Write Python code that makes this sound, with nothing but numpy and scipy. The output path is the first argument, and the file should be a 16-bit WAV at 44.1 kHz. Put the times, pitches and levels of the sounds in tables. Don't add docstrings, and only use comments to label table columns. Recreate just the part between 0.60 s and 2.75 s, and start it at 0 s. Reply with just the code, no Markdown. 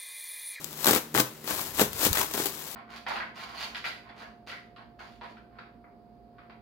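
import sys
import numpy as np
from scipy import signal
from scipy.fft import rfft, irfft
from scipy.io import wavfile

SR = 44100
rng = np.random.default_rng(int(sys.argv[2]) if len(sys.argv) > 2 else 0)


def to_wav(s):
    ch = np.atleast_2d(s).T
    pcm = np.round(np.clip(ch, -1, 1) * 32767)
    wavfile.write(sys.argv[1], SR, pcm.astype(np.int16))


N = 94815
TIME_S = np.arange(N) / SR


def amp(db):
    return 10 ** (np.asarray(db) / 20)


def unit(x):
    return x / np.sqrt(np.mean(x ** 2))


def convolve(x, response):
    return irfft(rfft(x, 2 * N) * rfft(response, 2 * N))[..., :N]


def colour(x, points, size=4096):
    hz, db = np.array(points).T
    bins_hz = np.maximum(np.fft.rfftfreq(size, 1 / SR), 1)
    gain = amp(np.interp(np.log(bins_hz), np.log(hz), db))
    cepstrum = irfft(np.log(gain))
    cepstrum[1:size // 2] *= 2
    cepstrum[size // 2 + 1:] = 0
    response = irfft(np.exp(rfft(cepstrum)))
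    return convolve(x, response / np.linalg.norm(response))


def pan(db):
    return unit(amp(np.array([[db], [-db]]) / 2))


def port_noise(own_gain):
    return rng.standard_normal(N) + own_gain * rng.standard_normal((2, N))


def slips(rate_per_s, spread_db, count=8000):
    at = (np.cumsum(rng.exponential(1, count)) * SR / rate_per_s).astype(int)
    size = amp(spread_db * np.clip(rng.standard_normal(count), -2, 2)) * rng.choice([-1, 1], count)
    return unit(np.bincount(at[at < N], size[at < N], N))


def burst(impulses, decay_s, scattered, scatter_s=0.0085):
    short, long = (np.exp(-2 * TIME_S / s) for s in (decay_s, scatter_s))
    energy_decay = (1 - scattered) * short / short.sum() + scattered * long / long.sum()
    envelope = np.sqrt(np.abs(convolve(impulses ** 2, energy_decay)))
    return envelope * unit(port_noise(amp(1.5)))


def place(x, pan_db, room_db, room_channels=2, t60_s=0.33, port_lag_s=0.00015):
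    left, right = x * np.ones((2, 1))
    direct = np.array([left, np.roll(right, int(port_lag_s * SR))])
    build_up = 1 - np.exp(-TIME_S / (t60_s / 50))
    tail = rng.standard_normal((room_channels, N)) * amp(-60 * TIME_S / t60_s) * build_up
    tail /= np.linalg.norm(tail, axis=1, keepdims=True)
    return direct * pan(pan_db) + amp(room_db) * convolve(x, tail) * pan(pan_db / 2)


# (time [s], level [dB])
RUB_LEVELS = [(0, -44), (.11, -44), (.16, -41.5), (0.229, -32.5), (.37, -43), (.46, -53), (.83, -50),
              (0.892, -30), (1.02, -37), (1.085, -36), (1.125, -43.5), (1.208, -21.5), (1.3, -49),
              (1.371, -33.5), (1.45, -21.5), (1.505, -36.5), (1.6, -28.5), (1.7, -42), (1.81, -27.5),
              (1.91, -39), (2.15, -39.5)]


def rubbing(rasp_db=-9, knock_db=-12):
    at_s, db = np.array(RUB_LEVELS).T
    grains = amp(np.interp(TIME_S, at_s, db)) * slips(rate_per_s=1800, spread_db=-2.5)
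    puffs = burst(grains, decay_s=0.00073, scattered=0.45)
    return puffs, amp(rasp_db) * grains, amp(knock_db) * grains


# (frequency [Hz], gain [dB])
CRACKLE_SPECTRUM = [(500, -24), (1500, -3), (2600, -3.5), (3700, 1.5), (6000, 0), (7700, 1.5), (8900, -2.5),
                    (12000, 4), (15500, 1)]


def crackling(puffs):
    return colour(puffs, CRACKLE_SPECTRUM)


# (frequency [Hz], gain [dB])
RASP_SPECTRUM = [(250, -23), (600, -3.5), (1000, -0.5), (1500, -5), (2200, -8), (3500, -11), (8000, -29)]


def rasping(pushes):
    return colour(burst(pushes, decay_s=0.002, scattered=0.25), RASP_SPECTRUM)


# (frequency [Hz], gain [dB])
KNOCK_SPECTRUM = [(40, -41.5), (100, -14.5), (200, -1), (320, 1.5), (450, 2.5), (620, -15.5), (1200, -18.5),
                  (4000, -81)]
# (frequency [Hz], relative level [dB], T60 [s])
SHEET_MODES = [(128, -16, 0.21), (153.4, -15.5, 0.17), (217, -16.5, 0.13), (308.2, -7, 0.28),
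               (390.4, -6, 0.13), (434, -9, 0.11), (490, -8, 0.079)]


def knocking(pushes):
    ring = sum(amp(db) * unit(np.cos(2 * np.pi * hz * TIME_S) * amp(-60 * TIME_S / t60_s))
               for hz, db, t60_s in SHEET_MODES)
    return (colour(pushes, KNOCK_SPECTRUM) + convolve(pushes, ring / np.sqrt(N))) / 2


# (frequency [Hz], nominal starting level [dB])
HUM_PARTIALS = [(153.5, -54), (227, -58), (308, -57), (386, -61.5)]


def humming(waver_db=6, waver_rad=0.5, fade_db_per_s=5.5, knots=24):
    def waver():
        return np.interp(TIME_S, np.linspace(0, TIME_S[-1], knots), rng.standard_normal(knots))

    hum = np.zeros(N)
    for hz, db in HUM_PARTIALS:
        rms = amp(db + waver_db * waver() - fade_db_per_s * TIME_S)
        hum += np.sqrt(2) * rms * np.sin(2 * np.pi * hz * TIME_S + waver_rad * waver())
    return hum


# (frequency [Hz], gain [dB])
AIR_SPECTRUM = [(25, -18), (70, -3), (150, -3), (400, 2.5), (800, -9.5), (2000, -11.5), (6000, -19.5),
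                (16000, -32)]


def room_air(level_db=-51.5):
    return amp(level_db) * unit(colour(port_noise(0.53), AIR_SPECTRUM))


# (time [s], crackle drive [dB], rasp drive [dB], knock drive [dB])
BEAD_SNAPS = [(.0437, -24, -62, -40), (0.129, -32, -44, -39), (0.2445, -13, -22, -34),
              (0.2576, -15.5, -19, -25), (0.2679, -12, -21, -33), (0.2746, -14, -14, -19.5),
              (.3100, -9, -36, -13.5), (0.3326, -15.5, -18, -21), (.3360, -30, -36, -13.5),
              (0.3496, -14, -39, -24), (0.361, -19, -17, -18.5), (0.5426, -26, -31.5, -25),
              (0.5494, -24, -17.5, -21.5), (0.566, -28, -25.5, -34), (.5765, -20, -17.5, -29),
              (0.5993, -13.5, -22.5, -43), (.6012, -25, -23, -13.5), (0.843, -39, -40, -34.5),
              (0.8764, -25.5, -27, -42), (.909, -39, -23.5, -26.5), (0.994, -31, -25.5, -45),
              (1.0131, -24, -51, -33), (1.1955, -30, -14.5, -17.5), (1.2172, -29, -22, -9.5),
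              (1.2271, -29, -26, -20.5), (1.264, -44, -41, -28), (1.3310, -26.5, -37, -46),
              (1.4515, -13.5, -29, -38), (1.4668, -23, -33, -14), (1.5303, -13, -32, -48),
              (1.5715, -34, -18.5, -29), (1.5958, -21, -45, -28), (1.6146, -20, -22.5, -35),
              (1.7117, -32, -32.5, -38), (1.7378, -19.5, -38, -43), (1.778, -42, -27.5, -27),
              (1.801, -34, -43, -20)]


def snapping(reference_s=0.0017):
    kicks = np.zeros((3, N))
    for at_s, *levels_db in BEAD_SNAPS:
        kicks[:, int(at_s * SR)] += amp(levels_db) * np.sqrt(reference_s * SR)
    crackle, rasp, knock = kicks
    return burst(crackle, decay_s=0.0012, scattered=0.17), rasp, knock


# (time [s], frequency [Hz], level [dB], decay [s])
FOAM_PINGS = [(.0438, 7400, -18.5, 0.00072), (.9085, 1090, -30, .005), (.9915, 1060, -26.5, 0.003),
              (1.5301, 4120, -16, 0.00082), (1.5815, 1040, -22, 0.003), (1.6142, 973, -20, 0.0057)]


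def pinging():
    pings = np.zeros(N)
    for at_s, hz, db, decay_s in FOAM_PINGS:
        age_s = np.maximum(TIME_S - at_s, 0)
        pings += amp(db) * np.sin(2 * np.pi * hz * age_s) * np.exp(-age_s / decay_s)
    return pings


# (start [s], end [s], crackle drive [dB], rasp drive [dB], knock drive [dB], growth [dB])
FOAM_TEARS = [(0.258, 0.37, -23, -28, -26, -8), (0.545, .603, -25.5, -32, -25.5, 8),
              (0.884, 0.921, -39, -41.5, -44, 14.5), (0.972, 1.023, -34.5, -46, -48.5, 6),
              (1.182, 1.182, -28, -32, -36, 7), (1.2, 1.222, -26.5, -34, -26, 9),
              (1.412, 1.467, -27.5, -36.5, -35.5, 6), (1.54, 1.63, -28.5, -31.5, -39, -0.5),
              (1.741, 1.81, -34.5, -39, -35, -3), (1.852, 1.854, -24.5, -35.5, -30, 5.5)]


def tearing(attack_s=0.0016, release_s=0.014, knock_release_s=0.016):
    crackle, rasp, knock = np.zeros((3, N))
    for start_s, end_s, crackle_db, rasp_db, knock_db, growth_db in FOAM_TEARS:
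        age_s = TIME_S - start_s
        progress = np.clip(age_s / max(end_s - start_s, 1 / SR), 0, 1)
        pull = np.clip(age_s / attack_s, 0, 1) * amp(growth_db * (progress - 0.5))
        after_s = np.maximum(TIME_S - end_s, 0)
        crackle += amp(crackle_db) * pull * np.exp(-after_s / release_s)
        rasp += amp(rasp_db) * pull * np.exp(-after_s / release_s)
        knock += amp(knock_db) * pull * np.exp(-after_s / knock_release_s)
    fractures = slips(rate_per_s=650, spread_db=4)
    puffs = burst(crackle * fractures, decay_s=0.00083, scattered=0.46)
    return puffs, rasp * fractures, knock * fractures


# (peak time [s], level [dB], half length [s])
BOX_BUMPS = [(0.315, -43, 0.017), (.632, -51, .02), (0.873, -58, 0.018), (0.935, -44.5, 0.0092),
             (1.03, -55.5, 0.09), (1.205, -47, 0.057), (1.36, -48, 0.065), (1.465, -36, 0.012),
             (1.509, -30, 0.014), (1.59, -47, .04), (1.8, -57, 0.13)]
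# (frequency [Hz], gain [dB])
BUMP_SPECTRUM = [(20, -24), (48, -8.5), (70, -1.5), (110, -4.5), (200, -14), (600, -39)]


def bumping():
    power = sum(amp(2 * db) * np.exp(-((TIME_S - at_s) / half_s) ** 2) for at_s, db, half_s in BOX_BUMPS)
    flex = unit(colour(port_noise(0.54), BUMP_SPECTRUM))
    return np.sqrt(power) * flex * pan(db=-0.5)


def scene():
    crackle, rasp, knock = (sum(drives) for drives in zip(tearing(), snapping(), rubbing()))
    return (place(crackling(crackle), pan_db=10, room_db=-12)
            + place(rasping(rasp), pan_db=5.5, room_db=-9)
            + place(knocking(knock), pan_db=1, room_db=-15.5, room_channels=1)
            + place(pinging(), pan_db=14, room_db=-12)
            + bumping() + humming() + room_air())


def record(dry):
    cutoff_hz = 15850
    lowpass = signal.ellip(10, 0.2, 80, cutoff_hz, fs=SR, output="sos")
    return signal.sosfilt(lowpass, np.tanh(dry))


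dry = scene()
out = record(dry)
to_wav(out)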